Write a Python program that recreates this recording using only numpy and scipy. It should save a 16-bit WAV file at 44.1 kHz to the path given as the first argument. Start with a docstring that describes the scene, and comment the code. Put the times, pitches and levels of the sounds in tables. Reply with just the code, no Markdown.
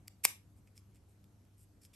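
"""A slider scrapes along its slot in a multi-colour plastic pen and snaps home, close to a phone in a quiet room;
smaller ticks and fingertip rubs follow as the pen is turned. Contacts are bursts of micro-impacts and slides are
grainy friction noise, both shaped by the resonances of pen and microphone; the snap also knocks the whole pen.
The room answers with decaying noise; an appliance hums in wavering sine lines over a faint shaped-noise hiss."""
import sys
import numpy as np
from scipy import signal
from scipy.fft import rfft, irfft, next_fast_len
from scipy.io import wavfile
from scipy.ndimage import uniform_filter1d, map_coordinates

SR = 44100
rng = np.random.default_rng(int(sys.argv[2]) if len(sys.argv) > 2 else 0)


def amplitude_ratio(level_db):
    """Convert a level in decibels to the matching linear amplitude (field) ratio."""
    exponent = np.asarray(level_db, float) / 20
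    return 10 ** exponent


def dump_mix(stems):
    """Bounce the given channels to the path in sys.argv[1] as a 16-bit WAV at rate SR."""
    frames = np.atleast_2d(stems).T  # one column per channel
    limited = np.clip(frames, -1, 1)  # hard clip at full scale
    pcm = np.round(limited * 32767).astype(np.int16)
    wavfile.write(sys.argv[1], SR, pcm)


N = 85995  # length in samples

# Slider contacts and light ticks: t/s, peak level/dB, contact length/s, brightness/(dB per octave),
# favoured f/Hz, its lift/dB
CONTACTS = [(.0752, -54, .001, 3, 11500, 3), (.0799, -35, .0011, 5, 4650, 15),
            (.0815, -43, .0005, 2, 1950, 12), (.2388, -32, .001, 0, 5000, 3),
            (.2462, -24, .0015, 3, 11500, 4), (.2509, -12, .0009, 1, 8000, 2),
            (.2514, -7, .0012, 0, 11500, 6), (.2545, -24, .0015, 0, 2400, 0),
            (.2578, -32, .001, 1, 9000, 3), (.2618, -36, .0015, 1, 6000, 6), (.565, -68, .002, 3, 8500, 3),
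            (.673, -63, .004, -2, 2200, 3), (.755, -66, .002, 1, 8500, 3), (.7773, -46, .002, 0, 5300, 10),
            (.957, -61, .002, -2, 2800, 4), (1.2415, -59, .002, -1, 3700, 10),
            (1.452, -62, .001, 1, 12000, 3), (1.8507, -47, .002, -2, 5100, 10),
            (1.937, -57, .003, 0, 3600, 8)]
# Slides of plastic or skin: start t/s, rise/s, hold/s, fall/s, level/dB, brightness/(dB per octave),
# favoured f/Hz, its lift/dB
SLIDES = [(.073, .003, .007, .012, -63, 3, 4650, 6), (.2325, .013, .004, .004, -30, 3, 11500, 3),
          (.2522, .001, .002, .016, -30, 1, 6000, 4), (.56, .01, .02, .03, -78, 4, 8500, 3),
          (.665, .006, .01, .03, -76, -2, 2200, 4), (.745, .02, .02, .03, -68, 3, 5100, 8),
          (.93, .02, .02, .02, -74, 0, 2800, 4), (1.06, .03, .03, .04, -80, 4, 8500, 3),
          (1.565, .02, .055, .02, -70, 6, 8200, 4), (1.81, .008, .045, .02, -66, 4, 5000, 8),
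          (1.928, .008, .02, .01, -63, 2, 3600, 9)]
# The slider's blow on the whole pen: t/s, peak level/dB, push time constant/s
KNOCK = (.2519, -24, 0.00026)
# Modes of the whole pen: f/Hz, width/Hz, relative level/dB
KNOCK_MODES = [(166.67, 41, -15.5), (600, 430, -5.5), (1087, 330, 6)]
# Resonances of the pen as the phone's microphone hears it: f/Hz, width/Hz, level/dB
PEN_AND_MIC_MODES = [(2360, 430, -4.5), (3380, 400, -8), (5130, 1000, -10), (6127, 600, -9),
                     (7280, 1000, -9.5), (8680, 500, -3), (11356, 810, -7), (15300, 1000, -14.5)]
# Phase by which the left port leads the right: f/Hz, phase/rad
PORT_PHASE = [(0, 0), (500, .55), (1500, .55), (2400, 1.1), (5000, 1), (7600, 1.2), (10600, -3.4),
              (12300, -7.6), (16200, -13)]
# Level of the left port over the right: f/Hz, level/dB
PORT_BALANCE = [(200, 2), (700, 5), (1400, 2.5), (2400, 1.5), (5000, 3), (9000, 0), (14000, 2.5)]
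# Span around the big snap, where left and right differ most: start t/s, end t/s
SNAP_SPAN = (.2, .4)
# Reverberation time of the room: f/Hz, t60/s
ROOM_T60 = [(300, .15), (1200, .22), (2400, 0.24), (4200, .24), (5900, 0.22), (7000, 0.19), (11000, 0.22),
            (15000, .12)]
# Colour of the room's answer: f/Hz, relative level/dB
ROOM_COLOUR = [(200, 4.5), (800, 0), (1600, 1.5), (2500, -3), (3400, 6), (4400, -3.5), (5300, -4.5),
               (5900, 3), (6600, 2.5), (7800, 1), (9000, -3), (10200, -11.5), (11500, 1), (12800, -5.5),
               (13500, -22), (15000, -5)]
# Appliance hum lines: f/Hz, level/dB before the swell
HUM_LINES = [(50, -85), (75, -81), (100.5, -66.5), (125, -83), (200, -80.5), (301, -82)]
# Swell of the hum, used relative to the mean of these points: t/s, level/dB
HUM_SWELL = [(0.0, -64), (0.102, -64), (0.26, -74), (0.298, -65.5), (0.944, -64.5), (1.048, -68.5),
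             (1.232, -64), (1.95, -70.5)]
# Spectrum of the hiss: f/Hz, relative level/(dB per Hz)
HISS_SPECTRUM = [(21, -41), (35, -12), (75, 0.5), (112, -7), (179, -8.5), (325, -15.5), (495, -21.5),
                 (683, -24), (990, -28.5), (3590, -37.5), (8750, -36), (9420, -38.5), (10100, -45),
                 (11500, -30), (13000, -47.5)]
# Left-right correlation of the hiss: f/Hz, correlation (no unit)
HISS_LIKENESS = [(30, .93), (180, .9), (550, .6), (1650, .4), (5000, .4), (13000, .1)]

CHATTER = .35  # micro-impacts after the first touch, relative to it
GRAIN_RATE_HZ, GRAIN_DB = 700, 3  # roughness of a slide: changes per second, depth
SLIDE_TOP_HZ = 13200
BROAD_DB = -24  # response between the resonances
PIVOT_HZ = 5000  # brightness slopes about this frequency
FAVOUR_WIDTH = .16  # width of the favoured region over its centre
FACING_SHARE = .081  # share of the port differences outside the snap span
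ROOM_DB, ROOM_DELAY_S, ROOM_BUILD_S = -17, .006, .02
WAVER_RATE_HZ, WAVER_DB, WAVER_RADIANS = 10, -1, .5
HISS_DB, PATCHY_DB, HISS_TOP_HZ = -66, 1.5, 13050


def contacts():
    """Impact excitation: bursts of micro-impacts excite the resonances; the hard stop also knocks the whole pen."""
    out = np.zeros(N)
    t = np.arange(2048) / SR
    for start, db, length, *colour in CONTACTS:
        u = 4 * t / length
        first_touch = t == 0
        chatter = CHATTER * u * np.exp(1 - u) * rng.standard_normal(len(t))
        hit = pen_and_mic(first_touch + chatter, *colour)
        add(out, start, amplitude_ratio(db) * hit / np.abs(hit).max())
    start, db, length = KNOCK
    push = t / length * np.exp(-t / length)
    knock = filtered(push, lambda f: resonances(KNOCK_MODES, f))
    add(out, start, amplitude_ratio(db) * knock / np.abs(knock).max())
    return out


def slides():
    """Friction excitation: noise of fluctuating roughness excites the resonances under a rise-hold-fall stroke."""
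    out = np.zeros(N)
    t = np.arange(SR // 4) / SR
    for start, rise, hold, fall, db, *colour in SLIDES:
        grain = map_coordinates(rng.standard_normal(SR // 2), [t * GRAIN_RATE_HZ])
        friction = rng.standard_normal(len(t)) * amplitude_ratio(GRAIN_DB * grain)
        rub = unit(pen_and_mic(friction, *colour))
        remaining = rise + hold + fall - t
        stroke = np.clip(np.minimum(t / rise, remaining / fall), 0, 1) ** 2
        add(out, start, amplitude_ratio(db) * stroke * rub)
    return filtered(out, lambda f: 1 / (1 + (f / SLIDE_TOP_HZ) ** 20))


def pen_and_mic(x, brightness_db, favoured_hz, lift_db):
    """Modal resonance of pen and microphone; each touch has its own brightness and favours one region."""
    def response(f):
        broad = amplitude_ratio(BROAD_DB) * 1j * f / (1200 + 1j * f)
        region = resonances([(favoured_hz, FAVOUR_WIDTH * favoured_hz, 0)], f)
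        favour = 1 + (amplitude_ratio(lift_db) - 1) * region
        brightness = amplitude_ratio(brightness_db * np.log2((f + 100) / PIVOT_HZ))
        return (resonances(PEN_AND_MIC_MODES, f) + broad) * favour * brightness
    return filtered(x, response)


def resonances(modes, f):
    """Modal superposition: causal second-order resonances summed with alternating sign."""
    total = 0
    for k, (centre, width, db) in enumerate(modes):
        mode = 1j * f * width / (centre ** 2 - f ** 2 + 1j * f * width)
        total = total + (-1) ** k * amplitude_ratio(db) * mode
    return total


def ports(x, share):
    """Interchannel differences: two microphone ports hear the pen with unlike phase and level."""
    side = share * np.array([[.5], [-.5]])  # left, right

    def response(f):
        phase = np.interp(f, *np.transpose(PORT_PHASE))
        return amplitude_ratio(side * along(PORT_BALANCE, f)) * np.exp(1j * side * phase)
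    return filtered(x, response)


def room(x):
    """Reverberation: reflections build up, then each frequency decays exponentially at its own rate."""
    f, t, z = signal.stft(rng.standard_normal((2, SR // 2)), SR, nperseg=256)
    decay_db = 60 * t / along(ROOM_T60, f)[:, None]
    build = 1 - np.exp(-t / ROOM_BUILD_S)
    shape = amplitude_ratio(along(ROOM_COLOUR, f)[:, None] - decay_db) * build
    tail = signal.istft(z * shape, SR, nperseg=256)[1]
    tail = tail / np.linalg.norm(tail[0])
    late = np.pad(x, (round(ROOM_DELAY_S * SR), 0))[None]
    return amplitude_ratio(ROOM_DB) * signal.fftconvolve(late, tail, axes=1)[:, :N]


def hum():
    """Additive synthesis: an appliance's tonal lines waver in level and phase and swell together."""
    t = np.arange(N) / SR

    def waver():
        return map_coordinates(rng.standard_normal(SR // 100), [t * WAVER_RATE_HZ])
    lines = 0
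    for f, db in HUM_LINES:
        level = amplitude_ratio(db + WAVER_DB * waver())
        phase = 2 * np.pi * (f * t + rng.random())
        lines = lines + level * np.sin(phase + WAVER_RADIANS * waver())
    s, swell_db = np.transpose(HUM_SWELL)
    swell = np.interp(t, s, swell_db - swell_db.mean())
    balance = np.array([[.5], [-.5]])  # dB, left and right
    return np.sqrt(2) * lines * amplitude_ratio(swell + balance)


def hiss():
    """Subtractive synthesis: the room's broad hiss is noise shaped in frequency and cut off at the top."""
    noise = pair(lambda f: amplitude_ratio(along(HISS_SPECTRUM, f)) * (f < HISS_TOP_HZ))
    return amplitude_ratio(HISS_DB) * noise


def pair(gain):
    """Partial coherence: faintly patchy stereo noise of rms 1, more alike in the bass."""
    z = signal.stft(rng.standard_normal((2, N)), nperseg=512)[2]
    patches = rng.standard_normal(z.shape[1:])
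    patches = uniform_filter1d(uniform_filter1d(patches, 6, 0), 14, 1)
    two = signal.istft(z * amplitude_ratio(PATCHY_DB * unit(patches)), nperseg=512)[1][:, :N]

    def response(f):
        angle = np.arccos(np.clip(along(HISS_LIKENESS, f), -1, 1)) / 2
        return gain(f) * np.array([np.cos(angle), np.sin(angle)])
    mid, side = filtered(two, response)
    return unit(np.array([mid + side, mid - side]))


def unit(x):
    """Energy normalisation to rms 1."""
    return x / np.sqrt(np.mean(x ** 2) + 1e-20)


def along(points, f):
    """Interpolation of (f/Hz, value) points on a logarithmic frequency axis."""
    point_hz, value = np.transpose(points)
    return np.interp(np.log(f + 1), np.log(point_hz + 1), value)


def filtered(x, response):
    """Linear filtering: the spectrum times a complex response of frequency."""
    n = x.shape[-1]
    m = next_fast_len(n + 8192)  # room for the ringing
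    return irfft(rfft(x, m) * response(np.fft.rfftfreq(m, 1 / SR)), m)[..., :n]


def add(track, start, sound):
    """Superposition of a sound onto the track at start seconds."""
    part = track[round(start * SR):][:len(sound)]
    part += sound[:len(part)]


def scene():
    """Superposition of the direct pen sound, its reverberation and the background."""
    pen = contacts() + slides()
    t = np.arange(N) / SR
    in_snap = (t > SNAP_SPAN[0]) & (t < SNAP_SPAN[1])
    direct = ports(pen * in_snap, 1) + ports(pen * ~in_snap, FACING_SHARE)
    return direct + room(pen) + hum() + hiss()


def band_limit(x):
    """A steep low-pass at the top of the band."""
    return signal.sosfilt(signal.butter(12, 16590, fs=SR, output="sos"), x)


def record(dry):
    """Signal chain: the finished mix as the phone stores it."""
    return band_limit(dry)


dry = scene()
out = record(dry)
dump_mix(out)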